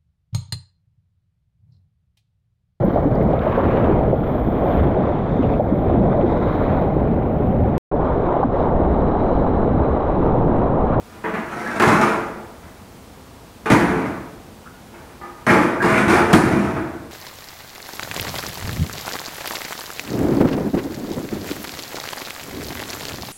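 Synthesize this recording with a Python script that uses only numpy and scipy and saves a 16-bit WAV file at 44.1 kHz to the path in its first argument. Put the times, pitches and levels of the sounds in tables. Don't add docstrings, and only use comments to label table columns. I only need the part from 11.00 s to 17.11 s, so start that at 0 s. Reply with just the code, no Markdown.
import sys
import numpy as np
from scipy import signal
from scipy.fft import rfft, irfft, next_fast_len
from scipy.io import wavfile

SR = 44100
rng = np.random.default_rng(int(sys.argv[2]) if len(sys.argv) > 2 else 0)


def waveform_to_disk(signal):
    frames = np.transpose(np.atleast_2d(signal))
    scaled = np.clip(frames, -1, 1) * 32767
    samples = np.round(scaled).astype(np.int16)
    wavfile.write(sys.argv[1], SR, samples)


N = 269451
RING_TIME = np.arange(SR // 2) / SR


def amp(db):
    return 10 ** (np.asarray(db) / 20)


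def unit_rms(x):
    return x / np.sqrt(np.mean(x ** 2) + 1e-20)


def curve_at(points, hz):
    point_hz, values = np.transpose(points)
    return np.interp(np.log(hz + 1), np.log(point_hz + 1), values)


def add(track, s, sound):
    start = max(round(s * SR), 0)
    track[start:start + len(sound)] += sound[:N - start]


def noise(spectrum, size):
    padded = next_fast_len(size)
    colour = amp(curve_at(spectrum, np.fft.rfftfreq(padded, 1 / SR)))
    return unit_rms(irfft(rfft(rng.standard_normal(padded)) * colour, padded)[:size])


def damp(x, decay):
    hz, t, bands = signal.stft(x, SR, nperseg=256)
    envelopes = amp(-60 * t / curve_at(decay, hz)[:, None])
    return signal.istft(bands * envelopes, SR, nperseg=256)[1][:len(x)]


def onset(rise_s):
    return 1 - np.exp(-RING_TIME / rise_s)


def ring(modes):
    hz, db, t60 = np.transpose(modes)[:, :, None]
    strength = amp(db + rng.uniform(-4, 4, hz.shape)) * rng.choice([-1, 1], hz.shape)
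    return np.sum(strength * amp(-60 * RING_TIME / t60) * np.sin(2 * np.pi * hz * RING_TIME), axis=0)


# frequency in Hz, relative level in dB.
VENT_SPECTRUM = [(12, -32), (20, -8), (74, 1), (148, -6), (213, -3), (259, -4.5), (306, -10), (427, -9.5),
                 (519, -9), (565, -14), (667, -11.5), (985, -14), (1770, -21.5), (15500, -33.5)]

def ventilation(level_db=-42):
    return amp(level_db) * noise(VENT_SPECTRUM, N)


# frequency in Hz, seconds to fall 60 dB.
REVERB_DECAY = [(80, 1.52), (250, 0.64), (500, 1.18), (1000, 0.88), (2300, 0.76), (5000, 0.64),
                (10000, 0.62), (15000, 0.6)]

def office(x, direct_db, build_up_s=0.004):
    t = np.arange(int(1.2 * SR)) / SR
    tail = damp(rng.standard_normal(len(t)), REVERB_DECAY) * (1 - np.exp(-t / build_up_s))
    tail /= np.linalg.norm(tail)
    return amp(direct_db) * np.pad(x, (0, len(tail) - 1)) + signal.fftconvolve(x, tail)


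# frequency in Hz, relative level in dB.
FLOOR_SPECTRUM = [(30, -32), (60, -13), (95, -2), (135, 3), (190, -6), (400, -56), (1500, -71)]
# start in seconds, relative level in dB.
FLOOR_BUMPS = [(0.864, -20.5), (2.721, -23.5), (4.803, -31), (4.919, -30), (5.072, -21)]

def floor_thumps(gain_db=3, rise_s=0.0066, t60=0.17):
    out = np.zeros(N)
    for s, db in FLOOR_BUMPS:
        push = noise(FLOOR_SPECTRUM, len(RING_TIME)) * onset(rise_s) * amp(-60 * RING_TIME / t60)
        add(out, s, amp(db + gain_db) * office(push, direct_db=6.5))
    return out


# start in seconds, length in seconds, pitch in Hz, relative level in dB,
# roughness as a fraction of the pitch.
SQUEAK_CUES = [(0.243, 0.028, 1703, -31, 0.17), (0.659, .04, 1685, -27.5, 0.01),
               (0.703, 0.043, 1563, -34, 0), (1.025, 0.026, 1242, -16, 0.04),
               (1.088, 0.045, 1380, -28.5, 0), (3.654, 0.029, 1258, -44.5, 0.11),
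               (4.479, 0.034, 1708, -20.5, .16), (4.8, 0.033, 1611, -24, 0.04),
               (4.931, 0.069, 2223, -23.5, 0.09)]

def squeaks(chatter_db=3):
    out = np.zeros(N)
    flutter_spectrum = [(250, 0), (900, -40)]
    for s, length, hz, db, roughness in SQUEAK_CUES:
        size = int(length * SR)
        jitter, grip = (noise(flutter_spectrum, SR // 4)[:size] for _ in range(2))
        pitch_hz = hz * (1 + roughness * jitter)
        chirp = np.sin(2 * np.pi * np.cumsum(pitch_hz) / SR) * amp(chatter_db * grip)
        chirp *= signal.windows.tukey(size, 0.4)
        add(out, s, amp(db) * office(chirp, direct_db=4.5))
    return out


# frequency in Hz, relative level in dB.
CLANG_SPECTRUM = [(60, -36), (200, 4), (340, 2), (550, 1.5), (900, 4.5), (1300, 5.5), (1700, 2), (2350, -2),
                  (3000, -14.5), (4500, -27), (9000, -86)]
BOOM_SPECTRUM = [(25, -35), (60, -12.5), (125, -7), (225, 0.5), (290, -2.5), (345, 4), (420, -22.5),
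                 (700, -27), (2000, -58)]
CLASH_SPECTRUM = [(1500, 4), (3200, 6.5), (6500, 3.5), (8200, -0.5), (9700, 3), (11000, -6.5),
                  (14000, -8.5), (16000, -45)]
# frequency in Hz, seconds to fall 60 dB.
SHEET_DECAY = [(200, 0.42), (1500, 0.22), (4000, 0.23), (12000, 0.31)]
# pitch in Hz, relative level in dB, seconds to fall 60 dB.
TUBE_MODES = [(211.1, -2.5, 0.36), (231, -18, 0.46), (344, 4, 0.19), (352, 1, 0.28), (438.7, 4, 0.27),
              (649.6, 3, 0.14), (855.7, 1.5, 0.23), (962.6, 3, 0.15), (1100, -42, 0.21), (1225, -7, 0.36),
              (1506, 0, 0.21), (1747, -4.5, 0.13), (2350, -5.5, 0.06), (2415, -19, 0.16)]

def frame(boom_db, clash_db, crack_db, tube_db=-13, edge_db=-19, crack_t60=0.043, boom_t60=0.17):
    size = len(RING_TIME)
    clang = noise(CLANG_SPECTRUM, size)
    clash = amp(edge_db + clash_db) * noise(CLASH_SPECTRUM, size)
    steel = damp(clang + clash, SHEET_DECAY) * onset(rise_s=0.0014)
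    crack = amp(crack_db + clash_db - 60 * RING_TIME / crack_t60) * noise(CLASH_SPECTRUM, size)
    swing = amp(-60 * RING_TIME / boom_t60) * onset(rise_s=0.0073)
    boom = swing * noise(BOOM_SPECTRUM, size)
    boom *= amp(boom_db) * np.linalg.norm(swing) / np.linalg.norm(boom)
    return steel + crack + boom + amp(tube_db) * ring(TUBE_MODES)


def blow(db, boom_db, clash_db, direct_db, crack_db=-5, hardness=0.75):
    return amp(db) * office(frame(boom_db, clash_db, crack_db + hardness * db), direct_db)


# pitch in Hz, relative level in dB, seconds to fall 60 dB.
BRACKET_MODES = [(347, -7.5, 0.38), (796, -2.5, 0.13), (874, -19, 0.36), (953, -8.5, 0.3),
                 (1207, -7.5, 0.46), (1250, 1, 0.063), (1748, -15.5, 0.3), (1980, -14, 0.13),
                 (2310, -29, 0.15)]
# start in seconds, relative level in dB.
BRACKET_NUDGES = [(4.212, -28), (4.238, -34.5), (4.293, -35)]

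def bracket_clinks(gain_db=-2, touch_s=0.0014, clang_db=-9):
    out = np.zeros(N)
    for s, db in BRACKET_NUDGES:
        bracket = ring(BRACKET_MODES)
        clang = amp(clang_db) * damp(noise(CLANG_SPECTRUM, len(RING_TIME)), SHEET_DECAY)
        clink = (bracket + clang) * onset(touch_s)
        add(out, s, amp(db + gain_db) * office(clink, direct_db=-2.5))
    return out


# start in seconds, length in seconds, opening and closing
# pressure in relative dB.
DRAG_STROKES = [(0.055, 0.17, -40, -43), (0.425, 0.34, -35, -24.5), (0.834, 0.11, -5.5, -18),
                (1.186, 0.094, -50, -36), (3.918, 0.038, -37, -43), (4.478, 0.17, -10.5, -30),
                (4.794, 0.1986, -14, -12.5), (5.115, 0.056, -7, -17.5), (5.262, 0.54, -19.5, -34)]

def drag_pressure(grab_s=0.038, release_s=0.022):
    t = np.arange(N) / SR
    out = np.zeros(N)
    for s, length, start_db, end_db in DRAG_STROKES:
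        held = np.clip((t - s) / grab_s, 0, 1) * np.clip(1 - (t - s - length) / release_s, 0, 1)
        out += held * amp(np.interp(t, [s, s + length], [start_db, end_db]))
    return out


def scraping(slips_per_s=170, uneven_db=5, gain_db=-1, stretches=45):
    slips = rng.random(N) < slips_per_s / SR
    strength = amp(uneven_db * np.clip(rng.standard_normal(N), -2, 2))
    force = unit_rms(slips * strength) * amp(gain_db) * drag_pressure()
    out = np.zeros(N)
    for stretch in np.array_split(np.arange(N), stretches):
        if force[stretch].max() > amp(-40):
            body = frame(boom_db=0, clash_db=-2, crack_db=-9, tube_db=-11.5)
            scrape = signal.fftconvolve(force[stretch], body / np.linalg.norm(body))
            add(out, stretch[0] / SR, office(scrape, direct_db=-3))
    return out


# start in seconds, relative level in dB, boom trim in dB, clash trim in dB.
FRAME_KNOCKS = [(.338, -24.5, -6, -4.5), (1.013, -16, -60, 3), (1.07, -23, -12, 0), (1.631, -45, -13, -14),
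                (2.658, -20, -6, -2.5), (3.054, -31.5, 4, 3), (3.938, -41.5, -18, -5),
                (4.093, -47, -19, -4), (4.615, -22.5, -3, -2), (4.838, -18.5, 6.5, -2.5),
                (5.765, -28, 9.5, -8)]

def knocks(gain_db=2):
    out = np.zeros(N)
    for s, db, boom_db, clash_db in FRAME_KNOCKS:
        add(out, s, blow(db + gain_db, boom_db, clash_db, direct_db=-1.5))
    return out


# start in seconds, lag of the second corner in seconds, relative level
# in dB, boom trim in dB, clash trim in dB, direct sound over reverb in dB, loss per rebound in dB.
FRAME_DROPS = [(.239, .012, -27, 0.5, -12, -1.5, 5), (.798, .024, -13, -4, -1.5, -1, 6),
               (2.701, .016, -14, 6.5, 2.5, 0.5, 4.5), (4.466, 0.033, -12.5, 2, -2, -3.5, 36),
               (5.081, .017, -12, 2.5, 1.5, -7, 20), (5.330, 0.0051, -16, 11, 6.5, 5.5, 3.5)]

def landings(gain_db=2.5, rebounds=4, first_gap_s=0.105, gap_ratio=0.8):
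    out = np.zeros(N)
    rebound_delays = np.cumsum(first_gap_s * gap_ratio ** np.arange(rebounds))
    for s, lag, db, boom_db, clash_db, direct_db, loss_db in FRAME_DROPS:
        hit_db = db + gain_db
        add(out, s, blow(hit_db - 1, boom_db + 0.5, clash_db, direct_db))
        add(out, s + lag, blow(hit_db, boom_db, clash_db, direct_db))
        for k, delay in enumerate(rebound_delays, 1):
            rebound_db = hit_db - 0.5 - k * loss_db
            add(out, s + delay, blow(rebound_db, boom_db, clash_db - 4.5, direct_db=-3.5))
    return out


def scene():
    handling = landings() + knocks() + floor_thumps() + bracket_clinks() + scraping() + squeaks()
    return (handling + ventilation())[None]


def smooth(x, seconds):
    keep = np.exp(-1 / (seconds * SR))
    return signal.lfilter([1 - keep], [1, -keep], x)


def gain_control(x, knee_db=-12, memory_s=0.075, attack_s=0.0078, squeeze=0.3):
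    power = smooth(smooth(x ** 2, memory_s), attack_s)
    return x * (1 + power / amp(knee_db) ** 2) ** -squeeze


def record(dry, low_cut_hz=45, ceiling=0.66, top_hz=15750):
    low_cut = signal.butter(1, low_cut_hz, "high", fs=SR, output="sos")
    squeezed = gain_control(signal.sosfilt(low_cut, dry))
    clipped = squeezed / (1 + np.abs(squeezed / ceiling) ** 8) ** (1 / 8)
    padded = next_fast_len(N + SR // 2)
    passband = np.fft.rfftfreq(padded, 1 / SR) < top_hz
    return irfft(rfft(clipped, padded) * passband, padded)[:, :N]


dry = scene()
out = record(dry)
waveform_to_disk(out)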